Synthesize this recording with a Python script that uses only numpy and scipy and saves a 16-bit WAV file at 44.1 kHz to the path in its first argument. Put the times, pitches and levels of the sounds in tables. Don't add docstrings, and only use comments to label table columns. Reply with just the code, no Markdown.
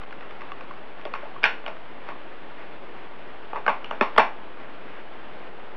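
import sys
import numpy as np
from scipy import signal
from scipy.io import wavfile
from scipy.ndimage import uniform_filter1d

SR = 44100
rng = np.random.default_rng(int(sys.argv[2]) if len(sys.argv) > 2 else 0)


def dump(signal):
    limited = np.clip(np.atleast_2d(signal).T, -1, 1)
    pcm = np.round(limited * 32767).astype(np.int16)
    wavfile.write(sys.argv[1], SR, pcm)


def level_to_linear(level):
    exponent = np.asarray(level, float) / 20
    return 10 ** exponent


N = 254016


def evened(x):
    return x / np.sqrt(np.mean(x ** 2) + 1e-20)


def read(points, hz):
    f, value = np.transpose(points)
    return np.interp(np.log(hz + 1), np.log(f + 1), value)


def add(mix, s, sound):
    part = mix[round(s * SR):][:len(sound)]
    part += sound[:len(part)]


# f/Hz, level/dB per Hz
NOISE_SPECTRUM = [(25, -14), (60, -15.5), (120, -14), (200, -9.5), (320, -5), (500, -5), (900, -7),
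                  (1800, -12.5), (2800, -17), (3450, -21.5), (3900, -28.5), (5000, -36.5), (6000, -49.5),
                  (7200, -66.5)]
# t/s, level/dB
NOISE_DRIFT = [(0.0, -0.92), (5.76, -0.48)]


def hiss(patchy_db=-0.55, flicker_db=0.86):
    frames, hz = N // 256 + 5, np.fft.rfftfreq(1024, 1 / SR)
    real, imaginary, patches = rng.standard_normal((frames, 513, 3)).T
    patches = uniform_filter1d(patches, 12, 0)
    patches = evened(uniform_filter1d(patches, 10, 1))
    flicker = evened(uniform_filter1d(rng.standard_normal(frames), 6))
    level_db = read(NOISE_SPECTRUM, hz)[:, None] + patchy_db * patches + flicker_db * flicker
    spectra = (real + 1j * imaginary) * level_to_linear(level_db)
    noise = signal.istft(spectra, nperseg=1024, noverlap=768)[1][:N]
    drift_db = np.interp(np.arange(N) / SR, *np.transpose(NOISE_DRIFT))
    return level_to_linear(-42.5 + drift_db) * evened(noise)


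# t/s, level/dB
ECHOES = [(.0045, -13.5), (.0075, -15.5), (.0125, -18), (.0145, -7.5), (.017, -15.5), (.021, -10.5),
          (.025, -22)]
# f/Hz, T60/s
REVERB_TIME = [(300, 0.4), (700, 0.27), (1700, 0.28), (3000, 0.27), (5000, 0.26)]


def room(x):
    tail_start_s, tail_rise_s, tail_db = 0.0071, 0.0018, -1
    taps = np.zeros(SR // 2)
    at = np.arange(0, len(taps) - 20, 20)
    taps[at + rng.integers(0, 20, len(at))] = rng.choice([-1., 1.], len(at))
    hz, t, z = signal.stft(taps, SR, nperseg=256)
    z = z / np.sqrt(uniform_filter1d(abs(z) ** 2, size=5, axis=1) + 1e-12)
    decay = level_to_linear(-60 * t / read(REVERB_TIME, hz)[:, None])
    tail = signal.istft(z * decay, SR, nperseg=256)[1]
    since_start = np.maximum(np.arange(len(tail)) / SR - tail_start_s, 0)
    tail *= 1 - np.exp(-since_start / tail_rise_s)
    tail *= level_to_linear(tail_db) / np.linalg.norm(tail)
    for k, (s, db) in enumerate(ECHOES):
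        add(tail, s, (-1) ** k * level_to_linear(db) * np.ones(1))
    return signal.fftconvolve(x, tail)[:N]


# t/s, length/s, level/dB
RUSTLES = [
    (1.247, 0.033, -46),
    (2.101, 0.016, -42.5),
    (2.598, 0.027, -45),
    (3.569, 0.017, -39.5),
    (4.65, 0.063, -47.5),
    (4.966, 0.044, -46.5),
]


def rustle():
    t = np.arange(N) / SR
    swell = sum(level_to_linear(db) * np.exp(-((t - s) / length) ** 2) for s, length, db in RUSTLES)
    grain = level_to_linear(1.7 * evened(uniform_filter1d(rng.standard_normal(N), 130)))
    band = signal.butter(4, [450, 2400], "band", fs=SR, output="sos")
    return swell * evened(grain * signal.sosfilt(band, rng.standard_normal(N)))


# f/Hz, level/dB
SHELL_MODES = [(220, -7), (310, -16), (460, -1.5), (640, 2.5), (850, 2.5), (1130, 2.1), (1300, -3.5),
               (1490, 0.5), (1770, -5), (2080, -1), (2440, 0.5), (2830, 1.5), (3350, -1), (3700, 7),
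               (4400, 2), (4800, -10.5), (5300, -0.5), (5800, -11), (6400, -22.5)]
GROUP_HZ = [600, 1300, 2500, 4800]


def clicks(table, t60, scatter_db, focus_db, detune=0.059, rise_turns=0.62, loose=1.09):
    out, t = np.zeros(N), np.arange(3000) / SR
    hz, db = np.transpose(SHELL_MODES)
    chance = rng.standard_normal((len(table), 3, len(hz)))
    damping = 60 / t60 * (hz[:, None] / 1300) ** 0.38
    rise = (1 - np.exp(-t * hz[:, None] / rise_turns)) ** 2
    turn = np.pi * np.arange(len(hz))
    for (s, blow_db, weight_db, hard_db, ring_hz), (level, pitch, phase) in zip(table, chance):
        groups = [weight_db, 0, hard_db, hard_db - 21.5]
        group_db = read(list(zip(GROUP_HZ, groups)), hz)
        group_db += focus_db * np.exp(-(np.log(hz / ring_hz) / 0.067) ** 2)
        size = level_to_linear((db + group_db + scatter_db * level)[:, None] - damping * t) * rise
        mode_hz = hz * (1 + detune * pitch)
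        angle = 2 * np.pi * mode_hz[:, None] * t + (turn + loose * phase)[:, None]
        ring = (size * np.sin(angle)).sum(0)
        peak = level_to_linear(blow_db) * np.linalg.norm(level_to_linear(np.array(groups)))
        add(out, s, peak * ring / abs(ring).max())
    return out


# t/s, blow level/dB, hardness level/dB, strongest ring f/Hz
TICKS = [(0.015, -33, -3.5, 1100), (0.0348, -32.5, -5, 571), (0.1079, -38, 3, 1140),
         (0.1254, -28, -10, 1030), (0.208, -34.5, 1, 651), (0.2254, -32, -10, 1225),
         (0.3083, -33.5, 2.5, 1280), (0.4083, -34.5, 1.5, 1970), (0.4173, -28, -1, 1130),
         (0.518, -24, -5.5, 1130), (0.6087, -31, -5.5, 1060), (0.7091, -27, -9, 1130),
         (0.736, -38, -1, 624), (1.013, -38.5, 3, 1710), (1.3621, -30, -21, 1150), (1.7667, -34, -10, 1010),
         (4.572, -34, -16, 1250)]


def handling_ticks():
    blows = [(s, db, -25, hard, hz) for s, db, hard, hz in TICKS]
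    direct = clicks(blows, t60=0.024, scatter_db=0.5, focus_db=12.5)
    spread = clicks(blows, t60=0.027, scatter_db=-4.5, focus_db=14.0)
    return direct, level_to_linear(-11) * spread


# t/s, blow level/dB, weight
# level/dB, hardness level/dB, strongest ring f/Hz
SNAPS = [(1.0525, -29, 3, 3.5, 600), (1.1373, -17.5, -14, -4.5, 1210), (1.2314, -37.5, 8.5, -19, 630),
         (1.2544, -30, -10.5, -26, 851), (1.6400, -30, -6, -10, 633), (1.6626, -21, -10, -5.5, 638),
         (1.6798, -31.5, 3, 3.5, 638), (1.6994, -34, -1, -9, 636), (2.0877, -26.5, -0.5, -3, 1060),
         (2.1192, -31, -5, -23, 1060), (3.5314, -18.5, -7.5, -16, 465), (3.5578, -18.5, -5.5, -14, 850),
         (3.5648, -27.5, 4.5, -4.5, 1150), (3.91, -17, -3, -10.5, 790),
         (1.0579, -38, 15, -12, 316),
    (3.8444, -29, -3, 3, 2820),
    (1.4280, -24, -6, -19, 1000),
    (1.4330, -26.5, 7, 11, 2840),
    (1.436, -31, -14, 2, 2420),
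    (3.664, -13, -7, -9, 894),
    (4.1626, -22.5, 3.5, -2.5, 1060),
    (4.1773, -8.5, -19, -4.5, 1300),
]


def spring_snaps():
    blows = SNAPS
    direct = clicks(blows, t60=0.017, scatter_db=4.0, focus_db=10.0)
    spread = clicks(blows, t60=0.011, scatter_db=1.7, focus_db=7.0, detune=0.016, loose=0.27)
    return direct, level_to_linear(-2.6) * spread


# t/s, blow level/dB, weight level/dB, hardness level/dB, strongest ring f/Hz
SEATINGS = [
    (3.6785, -5, -8, -11, 870),
    (4.0098, -8, -3, -4, 1153),
    (1.4393, -5.6, -10, 4, 1480),
    (4.1803, .5, -8, -7, 840),
]


def cell_seatings():
    direct = clicks(SEATINGS, t60=0.031, scatter_db=4.0, focus_db=3.5, rise_turns=0.85, loose=0.55)
    spread = clicks(SEATINGS, t60=0.0086, scatter_db=1.7, focus_db=5.0, detune=0.0084, loose=0.15)
    return direct, level_to_linear(-0.9) * spread


def microphone(x):
    bass_loss = signal.butter(2, 200, "high", fs=SR, output="sos")
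    housing_dip = signal.tf2sos(*signal.iirnotch(3950, 5.5, fs=SR))
    treble_loss = signal.butter(12, 6300, fs=SR, output="sos")
    return signal.sosfilt(np.vstack([bass_loss, housing_dip, treble_loss]), x)


def scene():
    sources = [handling_ticks(), spring_snaps(), cell_seatings()]
    direct = sum(near for near, _ in sources)
    spread = sum(far for _, far in sources)
    return (microphone(direct + room(spread) + rustle()) + hiss())[None]


def top_cut(x):
    return signal.sosfilt(signal.butter(12, 15400, fs=SR, output="sos"), x)


def record(dry):
    start_s, length_s, offset = 0.0550, 0.0045, -0.0304
    from_middle = abs(np.arange(N) / SR - start_s - length_s / 2)
    gap = np.clip(from_middle / length_s * 8 - 4, 0.15, 1)
    clipped = np.clip(dry * gap + offset, -0.96, 0.94)
    low_pass = signal.firwin(255, 13600, fs=SR)[None]
    limited = signal.oaconvolve(clipped - offset, low_pass, "same") + offset
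    limited = limited + level_to_linear(-97.5) * rng.standard_normal(N)
    return top_cut(limited)


dry = scene()
out = record(dry)
dump(out)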